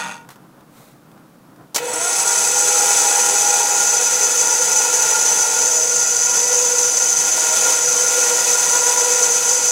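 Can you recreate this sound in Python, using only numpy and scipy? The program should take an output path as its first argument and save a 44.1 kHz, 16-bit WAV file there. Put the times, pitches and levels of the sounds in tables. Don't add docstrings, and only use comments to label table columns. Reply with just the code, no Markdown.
import sys
import numpy as np
from scipy import signal
from scipy.fft import rfft, irfft
from scipy.io import wavfile
from scipy.ndimage import uniform_filter1d

SR = 44100
rng = np.random.default_rng(int(sys.argv[2]) if len(sys.argv) > 2 else 0)


def generate_wav(sig):
    pcm = np.round(np.clip(np.atleast_2d(sig).T, -1, 1) * 32767).astype(np.int16)
    wavfile.write(sys.argv[1], SR, pcm)


N = 428211
TIME = np.arange(N) / SR
HZ = np.fft.rfftfreq(16384, 1 / SR)
START_S, PINION_TEETH = 1.8, 10
RUN_TIME_S = np.maximum(TIME - START_S, 0)

# frequency in Hz, gain in dB.
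LOW_CUT = [(40, -45), (100, -6.5), (200, -3), (330, 2), (16000, 6)]


def amp(db):
    return 10 ** (np.asarray(db) / 20)


def unit(x):
    return x / np.sqrt(np.mean(x ** 2) + 1e-20)


def slope(points):
    hz, db = np.transpose(points)
    return amp(np.interp(np.log(HZ + 1), np.log(hz), db))


def peaks(modes):
    return np.sqrt(sum(amp(db) ** 2 / (1 + (2 * (HZ - hz) / width) ** 2) for hz, width, db in modes))


def ring(x, gain):
    log_gain = np.log(np.maximum(np.r_[gain, gain[-2:0:-1]], 1e-5))
    response = np.fft.ifft(np.exp(np.conj(signal.hilbert(log_gain)))).real
    taper = np.hanning(2 * len(HZ))[len(HZ):]
    return signal.oaconvolve(x, response[:len(HZ)] * taper)[:len(x)]


def per_band(gain, band_hz):
    return gain / np.sqrt(np.mean(gain ** 2 * (HZ > band_hz[0]) * (HZ < band_hz[1])))


def wander(rate_hz):
    hz = np.fft.rfftfreq(N, 1 / SR)
    return unit(irfft(rfft(rng.standard_normal(N)) / (1 + (hz / rate_hz) ** 2) * (hz > 2), N))


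def curve(points):
    return np.interp(TIME, *np.transpose(points))


def level(points):
    s, db = np.transpose(points)
    return uniform_filter1d(np.interp(TIME, s, amp(db), left=0), size=200)


def bursts(rows, rise_s):
    envelope = np.zeros(N)
    for start_s, db, decay_s in rows:
        age_s = np.maximum(TIME - start_s, 0)
        envelope += amp(db) * (1 - np.exp(-age_s / rise_s)) * np.exp(-age_s / decay_s)
    return envelope * rng.standard_normal(N)


def coast():
    # time in seconds, knocks per second.
    knock_rate = [(0, 164), (.15, 85), (.27, 36)]
    # time in seconds, relative level in dB.
    rattle_levels = [(0.0, -23), (0.092, -27.5), (0.194, -47), (0.27, -55)]
    # frequency in Hz, width in Hz, gain in dB.
    slack_modes = [(189, 34, 5), (616, 35, -1), (800, 39, 1), (950, 50, 3.5), (1240, 55, -1), (1440, 31, 8),
                   (1570, 50, -5), (1870, 54, 1), (2500, 80, -2), (2710, 90, -2.5), (3480, 83, -5.5),
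                   (4560, 63, -10), (5000, 70, -18), (6300, 200, -9), (6500, 150, -8), (8050, 220, -15),
                   (9200, 80, -14), (10200, 70, -16)]
    # frequency in Hz, gain in dB.
    colour = [(60, -45), (200, -38), (1000, -7), (3000, -17), (5500, -21), (10500, -27), (15000, -47)]
    # frequency in Hz, relative level in dB, T60 in seconds.
    ring_modes = [(483, -11.5, 0.96), (625, -20, .5), (925, 1.5, 1), (1265, -16, .5), (1445, 0, 0.88),
                  (2320, -4, 0.53)]
    count = np.cumsum(curve(knock_rate)) / SR
    contact = 0.42 + np.exp(-(count % 1) / 0.16)
    knocks = unit(contact * amp(1.3 * wander(120)) * rng.standard_normal(N))
    body = per_band(np.hypot(peaks(slack_modes), slope(colour)) * slope(LOW_CUT), (400, 4000))
    rattle = ring(knocks * level(rattle_levels) * amp(-3), body)
    tones = sum(amp(db - 60 * TIME / t60_s) * np.sin(2 * np.pi * (hz * TIME + rng.random()))
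                for hz, db, t60_s in ring_modes)
    tones *= amp(-32.5 + 2 * wander(25))
    return (rattle + tones) * np.interp(TIME, [.22, .29], [1, 0])


def woodland(rumble_db=-47.5, hiss_db=-57.5):
    # frequency in Hz, gain in dB.
    rumble_colour = [(25, -34), (55, -30), (85, -23.5), (135, 3), (240, 0), (310, 1), (360, -7),
                     (500, -7.5), (1400, -12), (2100, -26), (4000, -39)]
    hiss_colour = [(300, 12), (2000, 4), (4000, 2), (8000, -0.5), (15000, -0.5)]
    rumble = amp(rumble_db + 1.7 * wander(11)) * unit(ring(rng.standard_normal(N), slope(rumble_colour)))
    return rumble + amp(hiss_db) * unit(ring(rng.standard_normal(N), slope(hiss_colour)))


def handling():
    # start in seconds, level in dB, decay in seconds.
    knocks = [(.289, -33, 0.0051), (.303, -38, 0.023), (.358, -44, 0.0055), (.607, -52, .008),
              (1.115, -47, .005), (1.177, -48, .004), (1.56, -44, .004)]
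    # time in seconds, relative level in dB.
    rustle_levels = [(0.7, -75), (0.79, -50.5), (0.92, -56), (0.946, -64), (0.972, -65), (1.0, -72)]
    # frequency in Hz, gain in dB.
    knock_colour = [(120, -37), (200, -5), (530, 3), (683, -14), (748, 6), (1170, 4), (2020, -2),
                    (2170, -6), (6190, -8), (15000, -13)]
    rustle_colour = [(1180, -24), (2000, 5), (3040, -5), (3840, 3), (4750, -5), (7050, -1), (15500, -4)]
    grains = unit(amp(1.9 * wander(400)) * rng.standard_normal(N))
    envelope = level(rustle_levels) * amp(-.5) * np.interp(TIME, [.95, 1.15], [1, 0])
    rustle = ring(grains * envelope, unit(slope(rustle_colour)))
    return rustle + ring(bursts(knocks, rise_s=0.00032), unit(slope(knock_colour)))


def housing():
    # frequency in Hz, width in Hz, gain in dB.
    modes = [(309.3, 7.9, -13.5), (458.6, 25.5, -9), (507, 58, -14), (629, 18, -15), (754, 22, -9.5),
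             (813, 44, -10), (946, 14.5, -2), (1326, 37, -13), (1409, 34, -6.5), (1582, 13, -28),
             (1899, 25, -12), (1980, 58, -15), (2274, 44, -16), (2400, 64, -22), (2560, 34, -9.5),
             (2766, 20, -18), (2890, 19, -19), (3047, 20, -13), (3437, 38, -14)]
    # frequency in Hz, gain in dB.
    shell = [(60, -33), (220, -43), (350, -23), (560, -19.5), (1050, -20), (1200, -27), (1700, -21),
             (3200, -26), (4400, -22), (5400, -41), (7000, -36), (16000, -36)]
    return np.hypot(peaks(modes), slope(shell)) * slope(LOW_CUT)


def clacks():
    # start in seconds, relative level in dB, decay in seconds, thump offset in dB.
    hits = [(1.745, -19.5, 0.016, -18), (1.759, -14.5, 0.0084, -1), (1.779, -27.5, 0.011, 9.5)]
    # frequency in Hz, gain in dB.
    colour = [(100, -28), (600, 1), (2000, -15), (3500, -8), (4800, -1.5), (6300, 1.5), (8000, -3),
              (11000, -10), (15500, -12)]
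    crack = bursts([(s, db, decay_s) for s, db, decay_s, _ in hits], rise_s=0.0013)
    thump = bursts([(s, db + thump_db, decay_s) for s, db, decay_s, thump_db in hits], rise_s=0.0013)
    tail = bursts([(s, db - 24, .025) for s, db, _, _ in hits], rise_s=0.0033)
    return amp(3.5) * ring(crack + tail, unit(slope(colour))) + ring(thump, unit(housing()))


def tooth_hz(start_share=.505, run_up_s=.22):
    # time in seconds, tooth rate in Hz once run up.
    speeds = [(2.6, 834), (3.0, 821), (3.8, 823), (4.1, 840), (4.5, 872), (5.4, 880), (5.7, 898),
              (6.0, 947), (6.4, 982), (6.8, 985), (7.4, 1052), (7.8, 1038), (8.5, 985), (8.9, 969),
              (9.71, 1006)]
    return curve(speeds) * (1 - (1 - start_share) * np.exp(-RUN_TIME_S / run_up_s))


def torque(free_hz=1100):
    return np.minimum(1 - tooth_hz() / free_hz, .4)


def load_db(usual_db=-30.5):
    # time in seconds, load as a rattle level in dB.
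    loads = [(2.0, -26), (2.6, -30.0), (2.85, -28), (3.85, -31), (4.8, -31.0), (5.0, -30), (5.7, -32),
             (5.8, -34.0), (6.25, -33.5), (6.35, -32.5), (7.1, -33), (7.7, -28.5), (7.85, -32.5),
             (8.2, -29.5), (9.3, -30.5), (9.7, -32.5)]
    return curve(loads) - usual_db


def running():
    return uniform_filter1d((TIME > START_S) * 1., size=200)


def follow(db, per_load, torque_db, start_cut_db, build_s):
    cut_db = start_cut_db * np.exp(-RUN_TIME_S / build_s)
    return running() * amp(db + per_load * load_db() + torque_db * torque() - cut_db)


def surge():
    # centre in seconds, 1/e half-width in seconds, boost in dB.
    strains = [(2.8, .07, 3), (3.13, 0.058, 5.5), (3.563, 0.17, 6), (8.9, 0.14, 5)]
    return amp(sum(db * np.exp(-((TIME - s) / half_s) ** 2) for s, half_s, db in strains))


def sing(hz, waver_hz, throb_db, rate_hz):
    cycles = np.cumsum(hz + waver_hz * wander(rate_hz)) / SR
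    return unit(np.sin(2 * np.pi * cycles) * amp(throb_db * wander(rate_hz)))


def whine(teeth, wobble=0.1, rasp=0.28, fade_db_per_s=14):
    # frequency in Hz, width in Hz, gain in dB.
    mount_modes = [(492, 30, -1.5), (720, 120, -6), (822.5, 7.7, -3), (890, 53, -4.5), (974, 12.5, -5)]
    mount = np.interp(tooth_hz(), HZ, peaks(mount_modes))
    uneven = 1 + wobble * np.sin(2 * np.pi * teeth / PINION_TEETH) + rasp * wander(87)
    pinion = np.sqrt(2) * np.sin(2 * np.pi * teeth) * mount * uneven * amp(2.25 * wander(18))
    pinion *= follow(-28, per_load=1.83, torque_db=-0.5, start_cut_db=9, build_s=0.9)
    fifth = sing(1.5 * tooth_hz(), waver_hz=38, throb_db=3, rate_hz=60)
    fifth *= follow(-30.5, per_load=2.5, torque_db=0, start_cut_db=24, build_s=0.7)
    return pinion + fifth * amp(-fade_db_per_s * RUN_TIME_S)


def drone(low_hz=489.5, build_s=0.66):
    # time in seconds, relative level in dB.
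    low_levels = [(1.85, -29.5), (2.4, -47), (2.5, -33.5), (3.8, -42), (3.95, -35.5), (5.1, -33.5),
                  (5.2, -39.5), (5.95, -30.5), (6.1, -43.5), (6.6, -27), (6.85, -29), (7.1, -41.5),
                  (7.55, -39.5), (7.6, -34), (8.3, -28), (8.6, -34.0), (9.0, -27), (9.7, -33.5)]
    # frequency in Hz, capture width in Hz, floor in dB,
    # drive on a multiple in dB, dB per dB of load, waver in Hz, throb in dB.
    high_modes = [(638, 13.5, -66, -35, 0.1, 3.1, 2), (1420.5, 49, -35.5, -32.5, 1.4, 13.1, 3)]
    low = amp(curve(low_levels) + 0.5) * sing(low_hz, waver_hz=7.4, throb_db=3, rate_hz=24.4)
    shaft_hz = tooth_hz() / PINION_TEETH
    high = np.zeros(N)
    for hz, width_hz, floor_db, on_db, per_load, waver_hz, throb_db in high_modes:
        detune_hz = hz - shaft_hz * np.round(hz / shaft_hz)
        drive = np.hypot(amp(floor_db), amp(on_db) / np.hypot(1, 2 * detune_hz / width_hz))
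        high += drive * amp(per_load * load_db()) * sing(hz, waver_hz, throb_db, rate_hz=36)
    return low * running() + high * (1 - np.exp(-RUN_TIME_S / build_s))


def impacts(teeth, spread_db, clump_db, clump_hz, scrape):
    force = amp(spread_db * np.clip(rng.standard_normal(N), -2, 2))[teeth.astype(int)]
    contact = scrape + np.exp(-(teeth % 1) / 1.4)
    return unit(force * contact * amp(clump_db * wander(clump_hz)) * rng.standard_normal(N))


def gearbox(teeth, lurch):
    # multiple of the shaft rate, relative level in dB.
    orders = [(3, -8.5), (4, -15), (5, -0.5), (6, -4), (7, -9), (8, -26), (9, -9.5), (11, -2), (12, -7),
              (13, -9), (15, -6.5), (16, -6), (19, -7), (20, -2), (21, -10), (30, -3)]
    turns = teeth / PINION_TEETH
    hum = sum(amp(db + 4.9 * wander(4.7)) * np.sin(2 * np.pi * order * turns) for order, db in orders)
    hum *= surge() * amp(-25.5 + 12 * torque())
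    blows = impacts(teeth, spread_db=0.7, clump_db=0, clump_hz=60, scrape=1)
    gain = follow(-30, per_load=1, torque_db=2, start_cut_db=10.5, build_s=0.37)
    return ring((blows + hum) * lurch * gain, per_band(housing(), (1300, 4200)))


def chatter(blows, lurch):
    # frequency in Hz, width in Hz, gain in dB.
    modes = [(4747.0, 66.0, -14.0), (4956.0, 66.0, -15.0), (5988.0, 90.0, 0.5), (6150.0, 98.0, -1.0),
             (6290.0, 92.0, -0.5), (6609.0, 137.0, -8.0), (6887.0, 36.0, 2.0), (7061.0, 45.0, -19.0),
             (7365.0, 169.0, -9.0)]
    # frequency in Hz, gain in dB.
    colour = [(60, -70), (1000, -24.5), (3500, -5.5), (4700, 6), (7600, 4), (9500, 10), (16000, 1.5)]
    steel = per_band(peaks(modes) * slope(colour), (5700, 7300))
    gain = follow(-18, per_load=-0.27, torque_db=-1, start_cut_db=22, build_s=0.22)
    return ring(blows * lurch * gain * amp(wander(22)), steel)


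def brushes(teeth, blows, lurch):
    # frequency in Hz, width in Hz, gain in dB.
    holder_modes = [(5547, 40, -6), (7830, 80, 2), (8858, 100, -6), (10075, 254, -13), (10725, 141, -14)]
    # frequency in Hz, gain in dB.
    holder_colour = [(60, -20), (4000, -4), (7000, -0.5), (10500, 0), (11800, -5), (16000, -15)]
    hiss_colour = [(60, -80), (2000, -29.5), (5200, -15.5), (7000, -10.5), (9300, -17), (11000, -22.5),
                   (11700, -28.5), (12600, -24.5), (13500, -30), (15500, -30.5)]
    # time in seconds, gain in dB.
    settling = [(1.85, 1.5), (2.3, 3), (3.35, 3), (3.6, -1.5)]
    holders = per_band(peaks(holder_modes) * slope(holder_colour), (7600, 11000))
    hiss = per_band(slope(hiss_colour) * slope(LOW_CUT), (7600, 11000))
    sparks = impacts(teeth, spread_db=-0.8, clump_db=1.6, clump_hz=80, scrape=0.35)
    sparks *= follow(-28.6, per_load=.55, torque_db=7, start_cut_db=24, build_s=.085)
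    rubbing = .8 * impacts(teeth, spread_db=2.2, clump_db=1.2, clump_hz=80, scrape=.5) + .6 * blows
    rubbing *= follow(-30, per_load=1.5, torque_db=1.5, start_cut_db=33, build_s=0.2)
    return ring(sparks * lurch * amp(curve(settling)), holders) + ring(rubbing * lurch, hiss)


def winch(tone_cut_hz=223):
    teeth = np.cumsum(tooth_hz() * (1 + .002 * wander(14))) / SR
    lurch = amp(0.54 * wander(29))
    highpass = signal.butter(3, tone_cut_hz, "highpass", fs=SR, output="sos")
    tones = signal.sosfilt(highpass, whine(teeth) * surge() + drone())
    rattle = gearbox(teeth, lurch)
    blows = impacts(teeth, spread_db=1, clump_db=1, clump_hz=108, scrape=0.65)
    return tones + rattle + brushes(teeth, blows, lurch) + chatter(blows, lurch)


def scene():
    return np.tile(winch() + coast() + clacks() + handling() + woodland(), (2, 1))


def record(dry, ceiling_db=-2, edge_hz=15800):
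    rounded = dry / (1 + (dry / amp(ceiling_db)) ** 6) ** (1 / 6)
    lowpass = signal.firwin(511, edge_hz, window=("kaiser", 9), fs=SR)
    return signal.oaconvolve(rounded, lowpass[None], "same")


dry = scene()
out = record(dry)
generate_wav(out)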